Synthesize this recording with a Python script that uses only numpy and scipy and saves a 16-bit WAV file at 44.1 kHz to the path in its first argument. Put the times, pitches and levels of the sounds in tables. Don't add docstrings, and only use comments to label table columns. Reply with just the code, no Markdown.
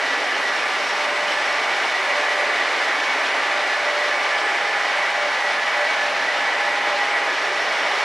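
import sys
import numpy as np
from scipy import signal
from scipy.fft import rfft, irfft, next_fast_len
from scipy.io import wavfile

SR = 44100
rng = np.random.default_rng(int(sys.argv[2]) if len(sys.argv) > 2 else 0)


def generate_wav(signal):
    frames = np.transpose(np.atleast_2d(signal))
    scaled = np.clip(frames, -1, 1) * 32767
    pcm = np.round(scaled).astype(np.int16)
    wavfile.write(sys.argv[1], SR, pcm)


N = 354563
TURNS_PER_S = 2.38

# f/Hz, level/dB
ROAR_COLOUR = [(100, -52), (150, -40), (205, -26), (240, -17.5), (280, -10), (335, -12), (400, -6),
               (480, -7), (580, -1.5), (850, -0.5), (1050, -3), (2150, -2), (2500, -10.5), (6000, -56)]
# t/s, rumble level/dB, drone level/dB
BASS_LEVELS = [(0, -42.5, -37.5), (1.2, -48.5, -39), (2.3, -47.3, -36), (3.4, -46, -38.5), (4.5, -52, -37),
               (5.1, -51.5, -40.5), (6.3, -48, -40.5), (7.4, -50, -36), (8, -50, -38)]
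# t/s, level/dB
ROAR_LEVEL = [(0, -27), (1.8, -25.5), (8, -26)]
# f/Hz, level/dB
HISS_COLOUR = [(700, -26), (2000, -2.5), (2900, 0.5), (3300, -1.5), (4000, -4), (5700, -10), (6600, -15),
               (7400, -19), (9000, -24), (11000, -32.5), (12200, -34), (13000, -51), (14400, -50)]
# t/s, level/dB
HISS_LEVEL = [(0, -31), (1.8, -30), (3.4, -30.5), (5, -31), (7, -31), (7.6, -30)]
# t/s, level/dB
HISS_TOP_LEVEL = [(0, 1), (1.6, 0.5), (3.4, 0), (4.4, -0.2), (6.4, -0.1), (7.3, -1.2), (8, -.5)]
# f/Hz, width/Hz, level/dB, swells per turn, time of one peak/s, swell depth/dB, dB gained per dB of roar
STEEL_NOTES = [(1725, 24, -38.7, 2, 0.12, 1.5, 1.5), (1940, 20, -36.8, 2, 0.07, 0.6, 0.3),
               (2012, 40, -38.5, 1, 0.36, 3, 1.5), (2247, 16, -35.7, 2, 0.22, 1.0, 2.5),
               (2490, 16, -41.7, 2, 0.09, 0, 0), (2997, 16, -44.3, 3, 0.055, 2, 0)]
# t/s, f/Hz, level/dB, time to swell or fade/s
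SQUEALS = [(0.1, 1945, -25.5, .038), (0.14, 1730, -27, .022), (0.27, 1937, -29.5, .025),
           (0.32, 1729, -28.3, .03), (0.48, 1935, -26.5, .045), (0.55, 1732, -28, .025),
           (0.63, 1727, -31, .025), (1.1, 1943, -30, .06), (1.29, 3010, -31, .025),
           (1.39, 1735, -28.3, .025), (1.51, 1946, -27, .033), (1.74, 1942, -29.5, .04),
           (1.78, 2247, -33, .07), (1.96, 1941, -22.3, .03), (2.11, 1939, -26.8, .04),
           (2.24, 1725, -28, .025), (2.29, 1942, -27, .035), (2.4, 1946, -27, .035),
           (2.45, 1728, -28.5, .025), (2.52, 1728, -30, .025), (2.61, 1946, -27, .035),
           (2.65, 1728, -31, .025), (2.82, 1728, -31, .025), (2.87, 1941, -27.8, .04),
           (2.95, 2242, -30.5, .025), (3.03, 1746, -28, .025), (3.11, 2244, -30.5, .035),
           (3.25, 1727, -29.5, .035), (3.44, 1746, -28.3, .025), (3.46, 1946, -25.5, .045),
           (3.74, 1731, -28.3, .035), (3.89, 1951, -26.8, .03), (4.03, 1945, -25.5, .025),
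           (4.12, 1733, -24.5, .012), (4.19, 2247, -29, .03), (4.34, 1724, -23.8, .016),
           (4.36, 2247, -31, .025), (4.46, 1725, -28, .02), (4.49, 1936, -30, .03), (4.55, 1730, -27, .025),
           (4.7, 1756, -24, .013), (4.75, 1725, -27, .012), (4.83, 1942, -30, .025),
           (4.92, 1942, -28.5, .02), (5.0, 2247, -30.5, .04), (5.04, 1942, -23, .014),
           (5.18, 1729, -26.7, .025), (5.2, 2251, -29.5, .04), (5.36, 1722, -28.3, .03),
           (5.46, 1943, -24.8, .033), (5.61, 1728, -25.5, .025), (5.67, 1944, -30, .025),
           (5.79, 1724, -26.8, .035), (5.86, 1954, -26.8, .035), (5.91, 2247, -31, .03),
           (6.02, 1731, -23.2, .028), (6.21, 1729, -25.5, .03), (6.29, 1947, -24.3, .022),
           (6.4, 1935, -28.5, .02), (6.45, 1726, -26.5, .028), (6.52, 1947, -25.5, .04),
           (6.64, 1733, -25.3, .03), (6.73, 1942, -25.6, .03), (6.86, 2245, -30.5, .03),
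           (6.88, 1942, -30, .025), (7.02, 1945, -26.8, .025), (7.17, 1933, -23.6, .028),
           (7.29, 1717, -28, .025), (7.31, 2227, -31, .025), (7.42, 1725, -29.5, .025),
           (7.58, 1958, -29, .02), (7.62, 1927, -23.7, .023), (7.84, 1945, -28.3, .035),
           (8.01, 2244, -29, .025)]
GEAR_HZ = [590, 818, 1179.5, 757.5, 2949, 1051.7]
# t/s, level/dB
LOW_WHINE = [(0, -42.5), (0.88, -45), (1.12, -31.5), (1.35, -37), (1.6, -43), (1.92, -45), (2.2, -32),
             (2.45, -38), (2.8, -42), (3.35, -43), (3.55, -36), (3.75, -36.5), (3.97, -30), (4.17, -34.5),
             (4.35, -42), (4.75, -44), (5.25, -36.5), (5.5, -39.5), (5.8, -35.5), (6.4, -40), (6.92, -36.5),
             (7.15, -44), (7.65, -38), (8, -43)]
MID_WHINE = [(0, -55), (0.23, -37), (0.5, -50), (1.1, -46), (1.45, -37.5), (2.2, -52), (2.6, -43),
             (2.92, -37), (3.35, -39.5), (3.65, -38.5), (4.1, -43), (4.55, -32.2), (4.95, -37),
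             (5.4, -37.5), (5.8, -34.7), (6.3, -36), (6.95, -31.5), (7.35, -41), (7.6, -37.5), (8, -38)]
HIGH_WHINE = [(0, -43), (0.35, -41), (0.65, -35.5), (0.97, -36), (1.25, -46), (1.6, -35), (1.82, -43),
              (2.4, -36.5), (2.62, -45), (3.25, -37), (3.65, -36.5), (4.02, -41), (4.34, -33.5), (4.6, -46),
              (5.0, -42), (6.5, -55), (6.97, -40), (8, -45)]
SOFT_WHINE = [(0, -54), (0.3, -43), (1, -53), (1.35, -45), (2.4, -42), (4.5, -65), (6.3, -43), (8, -57)]
THIN_WHINE = [(0, -60), (0.9, -53), (1.2, -47), (1.7, -53), (4.4, -47), (5, -53)]
FAINT_WHINE = [(0, -45), (0.8, -42), (1.35, -49), (2.0, -39.8), (2.6, -43), (2.95, -41), (3.5, -44),
               (4.6, -42.5), (5.9, -47), (6.4, -46), (6.9, -40.5), (8, -42.5)]
# t/s, depth from 0 to 1
THROB_DEPTH = [(0, .4), (1.2, .1), (2.3, .15), (3, .7), (3.9, 0), (4.2, 0), (5, .8), (7, .75), (8, .3)]
# f/Hz, level/dB
FAR_WHINES = [(451, -50), (776, -46), (956, -46), (1226, -43), (1419, -47), (1480, -46), (1536, -41.5),
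              (1596, -42), (1769, -44.5), (1835, -44), (2360, -43.5), (2378, -48), (2405, -46.5),
              (2655, -50)]
# t/s, level/dB
SCRAPE_LEVEL = [(0, -49), (1.8, -43), (2.4, -33), (2.9, -31), (3.3, -39), (4.7, -36), (5.6, -38),
                (6.8, -41), (8, -35)]
# f/Hz, width before narrowing/Hz, level/dB
GUARD_NOTES = [(2796, 69, -47), (3560, 110, -47.5), (4220, 220, -50), (4940, 140, -52.5),
               (6250, 200, -56.5), (6820, 250, -61), (8480, 200, -72), (9230, 250, -60.5), (9730, 200, -68),
               (10460, 200, -68), (11600, 260, -73.5)]
# f/Hz, width before narrowing/Hz
JET_NOTES = [(5550, 300), (7990, 70)]
# t/s, level/dB
LOW_JET = [(0, -48), (0.5, -43), (0.72, -50), (0.88, -40), (1.1, -50), (1.6, -45), (1.9, -51), (2.2, -49),
           (2.55, -57), (3.28, -48), (3.55, -53), (4.2, -46), (5.3, -49.5), (7.3, -50), (7.55, -44.5),
           (7.9, -43), (8.04, -50.5)]
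HIGH_JET = [(0, -62), (0.85, -58.5), (1.38, -56.5), (2.05, -61), (3.45, -63), (3.62, -58.5), (4.27, -62),
            (4.42, -53), (4.6, -61), (4.8, -59), (5.4, -67), (6.4, -66), (6.57, -55), (6.85, -66),
            (7.2, -59), (8, -66)]
# f/Hz, level/dB
FRAME_COLOUR = [(25, -2), (110, 0.5), (165, 5.5), (260, -24)]
# t/s, level/dB
BOOM_LEVEL = [(0, -62.5), (1.2, -55.5), (2, -65), (3.5, -73), (4.7, -59), (8, -58.5)]
# f/Hz, level/dB
STEREO_WIDTH = [(60, -15), (180, -16), (350, -20.5), (700, -24), (1400, -21.5), (2800, -16), (5600, -13),
                (9000, -10.5), (11500, -25)]
# f/Hz, level/dB
STEREO_LEAN = [(60, -1), (200, 0.1), (700, -.5), (1400, -1.3), (2800, -0.2), (5600, 0), (10000, 0)]


def roar(roar_db, rumble_top_hz=300, drone_top_hz=520):
    rumble_db, drone_db = in_time(BASS_LEVELS)
    shape = from_db(at_hz(ROAR_COLOUR))
    rumble_share = 1 / (1 + (grid_hz() / rumble_top_hz) ** 20)
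    bass_share = 1 / (1 + (grid_hz() / drone_top_hz) ** 20)
    rumble = from_db(rumble_db - 1.34) * noise(shape * np.sqrt(rumble_share))
    drone = from_db(drone_db - 0.24) * noise(shape * np.sqrt(bass_share * (1 - rumble_share)))
    upper = from_db(roar_db + 1.76) * noise(shape * np.sqrt(1 - bass_share))
    return rumble + drone + upper


def paper(hiss_db, top_db, pulse_db=0.3, flutter_db=0.72, flicker_db=0.52, split_hz=7000):
    level_db = hiss_db + 0.45 + pulse_db * stroke(count=3, peak_s=0.036) + flutter_db * drift(24)
    hiss = noise(from_db(at_hz(HISS_COLOUR)))
    body = colour(hiss, 1 / (1 + (grid_hz() / split_hz) ** 10))
    top = hiss - body
    body *= from_db(flicker_db * drift(10))
    top *= from_db(top_db + flicker_db * drift(10))
    return from_db(level_db) * (body + top)


def folder(roar_db, echo_share=0.4, echo_width_hz=260, waver_hz=4, rough_db=1.9):
    out = np.zeros(N)
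    for hz, width_hz, level_db, count, peak_s, depth_db, nearness in STEEL_NOTES:
        swell = rms_one(from_db(depth_db * stroke(count, peak_s)))
        rub = from_db(level_db + nearness * (roar_db - np.mean(roar_db))) * swell
        slide_power = (1 - echo_share) * rub ** 2
        squeal_power, pull = squeals(hz)
        power = slide_power + squeal_power
        pitch = hz + waver_hz * drift(25)
        pitch += (pull + slide_power * width_hz * drift(40)) / power
        loudness = np.sqrt(2 * power) * from_db(rough_db * drift(45))
        out += loudness * np.sin(2 * np.pi * np.cumsum(pitch) / SR)
        hall_ring = noise(resonance(hz, width_hz) * resonance(hz, echo_width_hz))
        out += np.sqrt(echo_share) * rub * hall_ring
    return out


def squeals(hz, trim_db=-1.5, within_hz=40):
    power, pull, t = np.zeros(N), np.zeros(N), seconds()
    for peak_s, pitch, level_db, swell_s in SQUEALS:
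        if abs(pitch - hz) < within_hz:
            peak = int(peak_s * SR)
            near = slice(max(peak - SR // 4, 0), peak + SR // 4)
            swell = (from_db(level_db + trim_db) / np.cosh((t[near] - peak_s) / swell_s)) ** 2
            power[near] += swell
            pull[near] += swell * (pitch - hz)
    return power, pull


def gears(trim_db=1.35, shimmer_db=1.2, throbs_per_s=3.555, throb_peak_s=0.18):
    curves = (LOW_WHINE, MID_WHINE, HIGH_WHINE, SOFT_WHINE, THIN_WHINE, FAINT_WHINE)
    swells = [from_db(in_time(curve)[0]) for curve in curves]
    depth, = in_time(THROB_DEPTH)
    swells[0] *= 1 + depth * np.cos(2 * np.pi * throbs_per_s * (seconds() - throb_peak_s))
    out = np.zeros(N)
    for hz, swell in zip(GEAR_HZ, swells):
        shimmer = from_db(trim_db + shimmer_db * drift(18))
        out += swell * shimmer * tone(hz, wander_hz=0.72, wander_rate=4.4)
    return out


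def far_drives(trim_db=-1.0, echo_share=0.29):
    out = np.zeros(N)
    for hz, level_db in FAR_WHINES:
        direct = np.sqrt(2 * (1 - echo_share))
        echo = np.sqrt(echo_share) * (drift(1.24) + 1j * drift(1.8))
        whine = np.real((direct + echo) * np.exp(2j * np.pi * hz * seconds()))
        out += from_db(level_db + trim_db) * rms_one(whine)
    return out


def scraping(centre_hz=1950):
    level_db, = in_time(SCRAPE_LEVEL)
    return from_db(level_db) * noise(resonance(centre_hz, 800) ** 3)


def guards_and_rollers(follow_db, flicker_db=1.0):
    out = np.zeros(N)
    for hz, width_hz, level_db in GUARD_NOTES:
        loudness = from_db(level_db + follow_db + flicker_db * drift(3.2))
        out += loudness * noise(resonance(hz, 0.74 * width_hz) ** 2)
    return out


def air_jets(flicker_db=1.5):
    out = np.zeros(N)
    for (hz, width_hz), curve in zip(JET_NOTES, (LOW_JET, HIGH_JET)):
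        level_db, = in_time(curve)
        out += from_db(level_db + flicker_db * drift(8)) * noise(resonance(hz, width_hz) ** 2)
    return out


def frame_rumble(frame_db=-67, boom_hz=195):
    boom_db, = in_time(BOOM_LEVEL)
    shaking = from_db(frame_db) * noise(from_db(at_hz(FRAME_COLOUR)))
    boom = from_db(boom_db) * noise(resonance(boom_hz, 60) ** 3)
    return shaking + boom


def hall_stereo(mid, fade_s=0.073):
    age = seconds()[:SR // 2]
    echoes = rng.standard_normal(len(age)) * np.exp(-age / fade_s)
    echo_gain = rms_one(rfft(echoes, next_fast_len(N, True)))
    side = colour(mid, echo_gain * from_db(at_hz(STEREO_WIDTH)))
    lean_db = at_hz(STEREO_LEAN) / 2
    return np.array([colour(mid, from_db(lean_db)) + side, colour(mid, from_db(-lean_db)) - side])


def from_db(db):
    return 10 ** (np.asarray(db) / 20)


def rms_one(x):
    return x / np.sqrt(np.mean(np.abs(x) ** 2) + 1e-20)


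def seconds():
    return np.arange(N) / SR


def in_time(rows):
    times, *columns = np.transpose(rows)
    return [np.interp(seconds(), times, column) for column in columns]


def grid_hz():
    size = next_fast_len(N, True)
    return np.maximum(np.arange(size // 2 + 1) * SR / size, 1)


def at_hz(points):
    hz, value = np.transpose(points)
    return np.interp(np.log(grid_hz()), np.log(hz), value)


def colour(x, gain):
    size = next_fast_len(N, True)
    return irfft(rfft(x, size) * gain, size)[:N]


def noise(gain):
    return rms_one(colour(rng.standard_normal(N), gain))


def drift(rate):
    memory = np.exp(-200 * np.pi * rate / SR)
    steps = rng.standard_normal(N // 100 + 2002)
    slow = signal.lfilter([1], [1, -2 * memory, memory * memory], steps)[2000:]
    return np.interp(np.arange(N) / 100, np.arange(len(slow)), rms_one(slow))


def resonance(hz, width_hz):
    f = grid_hz()
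    return 1 / np.sqrt(1 + ((f * f - hz * hz) / (f * width_hz)) ** 2)


def stroke(count, peak_s):
    return np.cos(2 * np.pi * count * TURNS_PER_S * (seconds() - peak_s))


def tone(hz, wander_hz, wander_rate):
    pitch = hz + wander_hz * drift(wander_rate)
    return np.sqrt(2) * np.cos(2 * np.pi * np.cumsum(pitch) / SR)


def scene():
    roar_db, = in_time(ROAR_LEVEL)
    hiss_db, = in_time(HISS_LEVEL)
    top_db, = in_time(HISS_TOP_LEVEL)
    hisses = paper(hiss_db, top_db) + guards_and_rollers(hiss_db - np.mean(hiss_db) + top_db) + air_jets()
    machinery = frame_rumble() + roar(roar_db) + gears() + far_drives() + folder(roar_db) + scraping()
    return hall_stereo(machinery + hisses)


def record(dry, cutoff_hz=14420):
    return signal.sosfilt(signal.ellip(10, .1, 80, cutoff_hz, fs=SR, output="sos"), dry)


dry = scene()
out = record(dry)
generate_wav(out)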